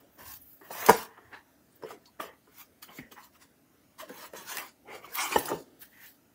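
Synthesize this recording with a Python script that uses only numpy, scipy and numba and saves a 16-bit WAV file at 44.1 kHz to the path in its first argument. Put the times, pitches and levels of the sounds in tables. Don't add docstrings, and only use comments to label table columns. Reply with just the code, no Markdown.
import sys
import numpy as np
from scipy import signal
from scipy.fft import rfft, irfft
from scipy.io import wavfile
from scipy.ndimage import uniform_filter1d
from numba import njit

SR = 44100
rng = np.random.default_rng(int(sys.argv[2]) if len(sys.argv) > 2 else 0)


def file_out(sig):
    cols = np.atleast_2d(sig).T
    lim = np.clip(cols, -1, 1)
    pcm = np.round(lim * 32767).astype(np.int16)
    wavfile.write(sys.argv[1], SR, pcm)


def decibels_to_gain(level_db):
    exponent = np.asarray(level_db, float) / 20
    return 10 ** exponent


N = 279594


def unit(x):
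    return x / np.sqrt(np.mean(x ** 2))


def steady(x):
    return x / np.sqrt(uniform_filter1d(x ** 2, 4000))


@njit
def ring(x, hz, t60):
    y, z, p = np.empty(len(x)), 0j, 0j
    for i in range(len(x)):
        if i % 64 == 0:
            p = np.exp(2j * np.pi * hz[i % len(hz)] / SR - np.log(1000) / (t60 * SR))
        z = z * p + x[i]
        y[i] = z.imag
    return y


def mode(x, hz, t60):
    return ring(x, np.array([float(hz)]), float(t60))


def colour(x, table):
    hz = np.fft.rfftfreq(len(x), 1 / SR)
    f, db = np.transpose(table)
    shade_db = np.interp(np.log(np.maximum(hz, 1)), np.log(f), db, left=-90, right=-90)
    return unit(irfft(rfft(x) * decibels_to_gain(shade_db), len(x)))


def walk(rate):
    hold = int(SR / rate)
    steps = np.repeat(rng.standard_normal(N // hold + 1), hold)
    return 1.3 * uniform_filter1d(uniform_filter1d(steps, hold), hold)[:N]


def slips(scatter_db):
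    force = np.minimum(rng.exponential(size=N), 4)
    return unit(rng.standard_normal(N) * decibels_to_gain(scatter_db * force))


def sheet(drive, t60, rate):
    t = np.arange(2048) / SR
    answers = rng.standard_normal((8, len(t))) * decibels_to_gain(-60 * t / t60)
    spectra = rfft(answers, 4096)
    answers = irfft(spectra / np.sqrt(np.mean(np.abs(spectra) ** 2, axis=0)), 4096)
    mixed = sum(unit(signal.oaconvolve(drive, a)[:N]) * np.sinh(0.76 * walk(rate)) for a in answers)
    return mixed / np.sqrt(uniform_filter1d(mixed ** 2, 2000) / uniform_filter1d(drive ** 2, 2000))


SPAN_DB = 30
LIFT_SHARE = 0.36


def touches(peaks, held, rise, fall, rest_db, above=0, quick=1):
    rows = [(r[0], r[1], 0, r[2], r[3], r[3], r[-1]) for r in peaks]
    rows += [(s, rise, length, fall, first, last, up) for s, length, first, last, up in held]
    ms = np.arange(0, N / SR, .001)
    db = np.full(len(ms), float(rest_db))
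    knee = 2 / 3
    lift = knee + LIFT_SHARE
    loss = SPAN_DB * np.array([knee + 1, knee, 0, 0, knee, knee + 1])
    for s, up_s, length, down_s, first, last, up in rows:
        down_s = down_s * quick
        when = s + np.array([-up_s * lift, -up_s * knee, 0,
                             length + 1e-6, length + down_s * knee, length + down_s * lift])
        level = np.array([first, first, first, last, last, last]) - loss + above * up
        db = np.maximum(db, np.interp(ms, when, level))
    return np.interp(np.arange(N) / SR, ms, db)


# (f/Hz, level/dB per Hz)
HUM_COLOUR = [(30, -31), (62, -3.5), (190, -4), (282, 2), (452, -14), (639, -8), (963, -18.5), (1690, -35)]


def room_hum():
    return colour(rng.standard_normal(N), HUM_COLOUR) * decibels_to_gain(-67 + 0.5 * walk(5.11))


# (f/Hz, level/dB per Hz)
AIR_COLOUR = [(760, -37.5), (1300, -2), (2530, -10), (5900, -11.5), (8500, -13), (13900, -10.5),
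              (15700, -6.5)]


def still_air():
    air = rng.standard_normal(N)
    return colour(air + .5 * sheet(air, t60=0.017, rate=14), AIR_COLOUR) * decibels_to_gain(-71)


def room(x):
    t60_s, level_db = 0.35, -21
    t = np.arange(int(.5 * SR)) / SR
    dull = signal.lfilter([1], [1, -.6], rng.standard_normal(len(t)))
    tail = dull * decibels_to_gain(-60 * t / t60_s) * (t > .004)
    return decibels_to_gain(level_db) * signal.fftconvolve(x, tail / np.sqrt(np.sum(tail ** 2)))[:N]


# (t/s, level/dB, f/Hz, rise/s)
THUD_EVENTS = [
    (.2, -59.5, 95, 0.062),
    (0.891, -43.5, 71, 0.021),
    (1.24, -65, 95.2, 0.038),
    (3.0, -55.5, 97.8, 0.013),
    (5.36, -47.5, 91, 0.011),
    (5.53, -70, 101.5, 0.016),
    (5.52, -43, 158, 0.018),
]


def thuds():
    t = np.arange(N) / SR
    noise = rng.standard_normal(N)
    out = np.zeros(N)
    for s, db, hz, rise in THUD_EVENTS:
        age = np.maximum(t - s, 0) / rise
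        frame = unit(mode(mode(noise, hz, .04), hz, .04))
        out += decibels_to_gain(db) * age * np.exp(1 - age) * frame
    return out


# (t/s, ring level/dB, ring f/Hz, crack level/dB)
PLATE_TICKS = [(1.824, -42, 1500, -55.5), (0.612, -54.5, 870, -59), (0.707, -33.5, 882, -48),
               (.749, -37, 870, -40.5), (.824, -31.5, 2160, -47.5), (0.8625, -50, 910, -22),
               (1.0296, -46, 950, -38), (1.33, -39, 1910, -75), (1.345, -48, 3400, -71),
               (1.835, -36.5, 956, -58.5), (1.906, -34.5, 1186, -47.5), (2.057, -46.5, 4460, -68),
               (2.2, -25.5, 1200, -45), (2.203, -36.5, 2770, -65), (2.473, -54, 1220, -75),
               (2.826, -44.5, 1283, -45), (2.888, -50.5, 865, -63), (2.987, -35, 2056, -62),
               (3.12, -46, 1106, -51.5), (3.175, -45, 980, -64.5), (3.991, -53, 1140, -44),
               (4.093, -45.5, 1610, -44.5), (4.335, -54, 1090, -47), (4.4837, -49, 1430, -47),
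               (4.57, -28.5, 1556, -26.5), (4.583, -28, 2290, -28), (5.1273, -53, 2100, -50),
               (5.1419, -49, 2100, -42.5), (5.1498, -41, 2090, -34), (5.1542, -38, 2110, -28.5),
               (5.1863, -38, 1150, -43), (5.311, -30, 1190, -41), (5.3218, -25, 2430, -33),
               (5.387, -39, 880, -28.5), (5.456, -40, 900, -30), (5.483, -28.5, 1137, -60.5),
               (5.515, -21.5, 901, -48.5), (5.809, -57, 1790, -54)]
# (t/s, level/dB, f/Hz)
HOLLOW_THUMPS = [(0.613, -48, 378), (0.708, -54, 428), (0.861, -42, 387), (1.835, -29.5, 439),
                 (2.475, -55, 425), (2.888, -49, 236), (2.986, -33, 225), (3.118, -50, 261.4),
                 (4.096, -35.5, 417), (4.335, -35, 415), (5.312, -36, 390), (5.387, -47, 474),
                 (5.484, -39, 603), (5.515, -21.5, 423), (5.526, -32, 426)]


def taps():
    n = 8192
    out = np.zeros(N + n)
    t = np.arange(n) / SR
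    bright = signal.butter(2, 3300, "high", fs=SR, output="sos")
    snap = np.tanh(t / .0005) * (np.exp(-t / .0022) + .12 * np.exp(-t / .015))
    for s, db, hz, crack_db in PLATE_TICKS:
        push, spit = rng.standard_normal((2, n))
        push = push * np.exp(-t / 0.0075) + 6.5 * (t == 0)
        spread = np.r_[0., rng.standard_normal(6)]
        plate = sum(mode(push, hz * 1.15 ** k, 60 / hz) for k in spread)
        crack = signal.sosfilt(bright, spit) * snap
        out[int(s * SR):][:n] += decibels_to_gain(db) * plate / np.abs(plate).max() + decibels_to_gain(crack_db) * crack
    for s, db, hz in HOLLOW_THUMPS:
        push = rng.standard_normal(n) * np.exp(-t / 0.011)
        spread = np.r_[0., rng.standard_normal(2)]
        hollow = sum(mode(push, hz * 1.2 ** k, 0.085) for k in spread)
        out[int(s * SR):][:n] += decibels_to_gain(db) * hollow / np.abs(hollow).max()
    return out[:N]


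def knock(blows, modes, push_s, gain_db, crack_db):
    out = np.zeros(N)
    chance = rng.standard_normal((len(blows), len(modes)))
    first = int(blows[0][0] * SR) - 64
    t = (np.arange(N) / SR)[first:first + 16384]
    spit = signal.lfilter([1, -1], 1, rng.standard_normal(len(t)))
    for (s, db, snap_db), luck in zip(blows, chance):
        age = np.maximum(t - s, 0)
        push = age / push_s * np.exp(-age / push_s)
        push /= push.sum()
        rung = sum(decibels_to_gain(g + 3.5 * k) * mode(push, hz, t60) for (hz, g, t60), k in zip(modes, luck))
        crack = spit * (age > 0) * np.exp(-age / 0.0038)
        out[first:first + len(t)] += decibels_to_gain(db + gain_db) * rung + decibels_to_gain(crack_db + snap_db) * crack
    return out


# (t/s, peak level/dB, crack level/dB)
HARD_KNOCK = [(.8855, -17.5, -21), (0.8873, 0, -13.5), (0.8908, -4, -13), (.8925, 2.5, -14),
              (0.8945, 2.5, -5), (.8956, 3.5, -4.5), (.8966, 0.5, -12), (0.9, -7.5, -14), (0.9048, -1, -15),
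              (0.911, -7, -18), (.9175, -12.5, -21)]
# (f/Hz, level/dB, t60/s)
HARD_KNOCK_MODES = [(183, -20, 0.19), (218, -15.5, 0.061), (367, -14, 0.12), (452, -4.5, 0.16),
                    (615, -13, 0.05), (810, -6, 0.07), (935, 5, 0.018), (1200, -5, 0.03),
                    (1433, -12, 0.048), (1610, -6, 0.025), (2150, -11, 0.0364), (2900, -18.5, 0.017),
                    (6027, -6.5, .012), (5000, -4.5, 0.018)]
# (t/s, peak level/dB, crack level/dB)
PLATE_DOWN = [
    (5.357, -12.5, -20),
    (5.3597, -2, -6),
    (5.3618, -2, -8.5),
    (5.364, -3, -12),
    (5.374, -15, -21),
]
# (f/Hz, level/dB, t60/s)
PLATE_DOWN_MODES = [(198.3, -25, 0.12), (356.5, -21, 0.11), (475, 13.5, 0.0053), (586, -7, 0.05),
                    (854, 4.5, 0.028), (937, 1, 0.022), (1283, -8, 0.038), (1790, -3, 0.04),
                    (3000, -2, 0.038), (7500, 9.5, 0.027), (10200, -6, .015)]


def knocks():
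    hard = knock(HARD_KNOCK, HARD_KNOCK_MODES, push_s=.00005, gain_db=-14.5, crack_db=-21.5)
    return hard + knock(PLATE_DOWN, PLATE_DOWN_MODES, push_s=.00006, gain_db=-21.0, crack_db=-38.0)


# (t/s of peak, rise/s, fall/s, level/dB, f/Hz)
MODE_SWELLS = [(.05, 0.21, 0.23, -73, 680), (0.649, 0.045, 0.11, -59, 1830),
               (0.865, .006, 0.018, -35, 6340), (0.898, .01, .03, -37.5, 9700),
               (1.149, 0.11, 0.22, -65, 1900), (1.334, .015, 0.11, -65, 4700),
               (1.73, 0.034, 0.04, -69.5, 8970), (1.759, .006, 0.02, -68, 12600),
               (2.075, 0.02, .05, -61.5, 4480), (2.25, 0.058, 0.11, -52, 508),
               (2.828, 0.005, 0.06, -51.5, 3160), (2.828, .005, 0.037, -52.5, 4580),
               (2.835, 0.013, .08, -62, 7040), (2.841, .02, 0.065, -62.5, 1400),
               (2.895, 0.035, 0.037, -60, 2920), (2.97, 0.066, 0.053, -59, 7160),
               (3.029, 0.055, 0.07, -53, 1900), (3.24, .05, 0.045, -63.5, 7260),
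               (3.24, .06, .05, -61.5, 4240), (4.035, 0.039, 0.042, -44.5, 607),
               (4.101, 0.028, 0.052, -48.5, 1610), (4.25, 0.1, .04, -46.5, 1264),
               (4.49, .04, 0.075, -45.5, 1500), (4.865, .02, 0.075, -50, 810),
               (4.94, .1, 0.041, -56.5, 2920), (5.047, 0.027, 0.042, -47, 1200),
               (5.05, 0.044, 0.039, -54, 2940), (5.135, .05, 0.033, -48, 1585),
               (5.155, .01, 0.032, -35.5, 13000), (5.2, 0.035, 0.069, -48, 3280),
               (5.221, .03, 0.06, -39, 8500), (5.245, 0.051, 0.045, -37, 7500),
               (5.39, 0.0095, 0.018, -34.5, 13520), (5.39, .01, 0.042, -35, 9770),
               (5.46, .01, 0.033, -41, 10580), (5.49, .02, 0.035, -43, 7230),
               (5.53, .06, 0.055, -57, 3660),
               (.16, .12, .06, -62, 14600), (.42, .012, 0.045, -59, 10000), (.8, .02, .04, -43, 1010),
                (1.181, 0.036, .04, -56, 903), (1.26, 0.054, .14, -64, 1920),
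                (1.838, .02, .05, -59.5, 5300), (1.875, 0.042, .05, -58, 2900),
                (1.885, .04, .04, -60, 1520), (2.041, .006, .015, -61, 1720),
                (2.06, .006, .03, -63.5, 6300), (2.085, 0.033, 0.057, -61.5, 980),
                (2.28, 0.053, 0.064, -61, 3100), (2.29, 0.068, .12, -61, 1890),
                (2.987, 0.003, .03, -48, 2090), (3.355, 0.044, 0.034, -67.5, 2750),
                (3.365, .05, 0.037, -64, 1279), (.884, .02, .01, -38, 1708), (3.43, 0.037, .05, -70, 1800),
                (4.37, 0.028, 0.11, -52, 6460), (4.47, .03, .05, -65, 10400),
                (4.51, 0.086, 0.11, -49, 6230), (5.458, .004, .02, -46, 5000),
                (5.487, 0.0053, .04, -41.5, 1870), (5.83, .04, 0.053, -57.5, 9240),
                (6.065, .03, .03, -61, 7500), (3.08, .08, .05, -64, 1900), (3.065, .1, 0.074, -57, 235),
                (5.63, .15, 0.16, -55.5, 270), (.82, .05, .06, -55, 110.5), (2.89, .01, .06, -59, 3050),
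                (5.153, .006, .015, -38, 14600), (.66, .06, .1, -70, 3000), (1.828, .006, .03, -46, 430),
                (.91, .008, .02, -22, 540), (5.37, .02, .1, -36, 290), (1.345, .03, .1, -60, 4000),
                (4.23, .1, .06, -54, 620), (1.03, .005, .02, -46, 14000)]


def swells():
    n = 16384
    out = np.zeros(N + n)
    t = (np.arange(n) - n // 2) / SR
    for s, rise, fall, db, hz in MODE_SWELLS:
        t60 = 17 / hz
        tone = unit(mode(mode(rng.standard_normal(n), hz, t60), hz, t60))
        tone *= decibels_to_gain(db - SPAN_DB * np.where(t < 0, -t / rise, t / fall))
        start = int(s * SR) - n // 2
        out[max(start, 0):start + n] += tone[max(-start, 0):]
    return out[:N]


# (t/s of peak, rise/s, fall/s, high ring level/dB, low ring level/dB above it)
RUB_EVENTS = [(.002, .01, 0.096, -70, 2), (.613, 0.004, 0.43, -59.5, 4), (.925, .03, 0.21, -38.5, 6),
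              (1.179, 0.026, 0.052, -56, 8.5), (1.341, 0.056, 0.12, -47, -5), (2.2, 0.015, 0.21, -45.5, 2),
              (2.62, 0.17, 0.065, -56.5, -1), (2.825, 0.0078, 0.078, -57, -9),
              (2.885, 0.018, 0.26, -57, 1.5), (2.99, 0.068, 0.14, -50.5, -18),
              (3.115, 0.0084, 0.086, -56.5, -12), (3.17, 0.026, 0.17, -53, 3),
              (3.36, 0.077, 0.07, -66, -2.5), (3.425, 0.066, 0.088, -60, -1),
              (4.002, 0.027, 0.11, -46, 2.5), (4.335, 0.0034, 0.494, -50, 4), (4.521, 0.1, 0.18, -42.5, 0),
              (4.6, 0.17, 0.14, -44, 3.5), (5.192, 0.069, 0.28, -33, 2), (5.33, 0.088, 0.21, -38, 4),
              (5.385, 0.036, 0.19, -42, -1), (5.51, 0.24, 0.14, -47.5, 11.5),
              (5.824, 0.025, 0.092, -53.5, -24)]
# (t/s of start, length/s, first level/dB, last level/dB, low ring level/dB above it)
HELD_RUBS = [
    (0.193, 0.14, -58.5, -59.5, 4),
    (0.709, 0.22, -53.5, -37.5, 2.5),
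    (1.073, 0.52, -61.5, -80, 1),
    (1.828, 0.088, -64.5, -54.5, 0),
    (4.082, 0.17, -61, -52.5, 2.5),
    (4.888, 0.068, -51, -49, 4),
    (5.035, 0.17, -55, -63, -1.5),
    (5.929, 0.12, -62.5, -53, -25),
]
# (t/s of peak, rise/s, fall/s, level/dB)
DRUM_PRESSES = [(.05, 0.22, 0.22, -67.5), (.2, 0.074, 0.28, -56.5), (.64, 0.04, 0.5, -58),
                (.708, 0.011, 0.074, -40), (.875, 0.4, 0.041, -44.5), (.925, 0.038, 0.22, -32.5),
                (1.179, 0.034, 0.29, -56), (1.341, 0.08, 0.14, -53.5), (1.835, 0.049, 0.29, -51.5),
                (1.925, 0.19, 0.16, -49.5), (2.2, 0.016, 0.18, -41.5), (2.7, 0.24, 0.18, -65.5),
                (2.885, 0.02, 0.65, -61), (.83, 0.054, .1, -43.5), (2.995, 0.018, 0.29, -61),
                (3.115, .02, 0.42, -64), (4.002, 0.03, 0.61, -58.5), (4.088, 0.17, 0.88, -56.5),
                (4.335, 0.0075, 0.45, -48), (4.521, 0.09, 0.23, -47.5), (4.6, 0.13, 0.16, -48.5),
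                (4.886, 0.061, 0.29, -51), (4.958, 0.15, 0.14, -48.5), (5.032, 0.028, 0.87, -57),
                (5.192, .06, 0.97, -48.5), (5.35, 0.11, 0.22, -40), (5.385, .1, 0.1, -32.5),
                (5.47, 0.41, 0.17, -43.5), (5.515, 0.071, 0.16, -35.5)]
# (t/s, f/Hz)
HIGH_SPOT = [(0, 1800), (1.8, 1764), (1.93, 2150), (2.2, 1760), (2.62, 2317), (2.9, 2090), (2.99, 2200),
             (3.06, 1900), (4.001, 2000), (4.1, 1650), (4.25, 1920), (4.5, 1660), (4.6, 2110), (5.35, 2285),
             (5.421, 1744), (5.85, 1708), (5.95, 1992), (6.1, 1766)]


def rubs():
    both = RUB_EVENTS, HELD_RUBS, 0.035, 0.11
    low_db = touches(*both, rest_db=-84, above=0.7)
    high_db = touches(*both, rest_db=-81.5)
    drum_db = touches(DRUM_PRESSES, [], 0, 0, rest_db=-76.5)
    return low_db, high_db, drum_db, np.interp(np.arange(N) / SR, *np.transpose(HIGH_SPOT))


# (f/Hz, level/dB per Hz)
LOW_RING_COLOUR = [(410, -46.5), (640, -20), (850, -3), (1190, -5.5), (1450, -9), (1880, -31), (3190, -120)]
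HIGH_RING_COLOUR = [(900, -47), (1400, -10), (1600, 1), (3100, 1), (4000, -20), (5800, -38)]
DRUM_COLOUR = [(71, -43.5), (120, -14.5), (221, -9.5), (319, -4), (411, -3), (693, -6), (800, -16),
               (1040, -34.5)]
# (t/s, f/Hz)
LOW_RING_SPOT = [(0, 950), (2.2, 1200), (3.2, 1026), (4.6, 1113), (4.84, 820), (5.02, 854), (5.16, 1260),
                 (5.5, 930)]


def body(drive):
    low_db, high_db, drum_db, spot_hz = rubs()
    thin = sheet(drive, t60=0.11, rate=10)
    spot = steady(ring(ring(slips(scatter_db=1.5), spot_hz, .006), spot_hz, .006))
    wide = np.clip(decibels_to_gain(bristles()[0] - high_db + 4), .38, 1.2)
    high = (wide * colour(thin, HIGH_RING_COLOUR) + spot) / np.sqrt(1 + wide ** 2)
    low_hz = np.interp(np.arange(N) / SR, *np.transpose(LOW_RING_SPOT))
    lean = steady(ring(ring(drive, low_hz, .012), low_hz, .012))
    low = colour(thin, LOW_RING_COLOUR) + decibels_to_gain(-4) * lean
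    drum = colour(sheet(drive, t60=0.028, rate=7.6), DRUM_COLOUR)
    return decibels_to_gain(low_db - 1.5) * low + decibels_to_gain(high_db) * high + decibels_to_gain(drum_db) * drum


# (t/s of peak, rise/s, fall/s, hiss level/dB, tip fizz level/dB above it)
BRISTLE_STROKES = [(0.002, .01, 0.053, -71.5, 15), (.416, .012, 0.18, -72.5, 35),
                   (.54, 0.42, 0.11, -72, 32.5), (.69, 0.33, 0.075, -67.5, 18.5),
                   (.864, 0.008, 0.04, -33, 0), (.885, 0.037, 0.054, -36, -1.5),
                   (.925, 0.15, 0.11, -35, -12), (1.345, 0.054, 0.14, -69, -20),
                   (1.759, .012, .04, -72.5, 22), (4.956, 0.12, 0.091, -54, -5),
                   (5.066, 0.13, 0.017, -60.5, 1), (5.148, 0.042, 0.31, -46, 13),
                   (5.21, 0.13, 0.19, -34.5, -11.5), (5.246, 0.21, 0.19, -39.5, -4),
                   (5.29, .1, .1, -48.5, 9), (5.372, .05, .1, -41.5, 0), (5.43, .1, .1, -50.5, 7),
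                   (5.49, 0.027, 0.11, -45.5, 3.5), (5.335, 0.24, 0.4, -40.5, -6.5),
                   (5.385, .05, 0.16, -41, 2), (5.457, 0.02, 0.19, -43.5, 4), (5.82, 0.039, 0.095, -57, 18),
                   (5.6, .2, 0.12, -73.5, 20), (5.9, 0.11, 0.33, -75, 16), (6.066, 0.25, 0.19, -59, 10.5),
                   (1.919, 0.13, 0.07, -53.5, -8.5), (2.07, 0.059, 0.062, -65.5, -7),
              (2.211, 0.024, 0.12, -48, 3), (2.61, 0.13, 0.083, -54.5, 8), (2.827, 0.013, 0.092, -51, 7.5),
              (2.98, 0.16, 0.086, -56, 3), (3.121, 0.016, 0.071, -55, 1), (3.252, 0.21, 0.061, -61, 5),
              (3.362, 0.074, .045, -64, -2.5), (3.428, 0.061, 0.064, -58, -5),
              (4.002, 0.032, 0.098, -47.5, -4), (4.371, 0.064, 0.23, -48.5, -5.5),
              (4.514, 0.12, 0.28, -43, -2), (4.599, 0.37, 0.12, -45.5, 1), (4.667, 0.27, 0.06, -57.5, 4)]
# (t/s of start, length/s, first level/dB, last level/dB, tip fizz level/dB above it)
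HELD_DRAGS = [
    (0.189, 0.13, -65.5, -51, 11.5),
    (0.286, 0.074, -57, -56, 16),
    (0.718, 0.135, -48.5, -44.5, 3),
    (0.967, 0.086, -44.5, -55.5, 0.5),
    (4.09, .17, -58.5, -51.5, -4),
]


def bristles():
    both = BRISTLE_STROKES, HELD_DRAGS, .03, 0.072
    return touches(*both, rest_db=-85), touches(*both, rest_db=-85, above=0.62, quick=.85)


# (f/Hz, level/dB per Hz)
HISS_COLOUR = [(1820, -25), (3100, -5), (4370, -1), (6600, -1), (8700, -7), (10500, -6), (14000, -34)]
FIZZ_COLOUR = [(5880, -38), (10000, -15), (12000, -5), (13200, 1.5), (14300, 3), (15700, 4.5)]


def brush(drive):
    hiss_db, fizz_db = bristles()
    fine = sheet(drive, t60=0.016, rate=28) + .9 * drive
    hiss = decibels_to_gain(hiss_db + 0.53 * walk(27)) * colour(fine, HISS_COLOUR)
    return hiss + decibels_to_gain(fizz_db + 0.37 * walk(34)) * colour(fine, FIZZ_COLOUR)


def scene():
    no_bass = signal.butter(4, 170, "high", fs=SR, output="sos")
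    hits = signal.sosfilt(no_bass, taps() + knocks())
    background = room_hum() + still_air() + room(hits)
    drive = slips(scatter_db=2.6) * decibels_to_gain(1.1 * walk(150))
    mix = background + thuds() + hits + swells() + body(drive) + brush(drive)
    return mix[None]


def low_pass(x):
    return signal.sosfilt(signal.butter(12, 15870, fs=SR, output="sos"), x)


def record(dry):
    dry = signal.sosfilt(signal.butter(3, 45, "high", fs=SR, output="sos"), dry)
    treble_stop = signal.ellip(10, .2, 70, 15900, fs=SR, output="sos")
    dry = signal.sosfilt(treble_stop, np.clip(dry, -1, 1))
    return low_pass(dry)


dry = scene()
out = record(dry)
file_out(out)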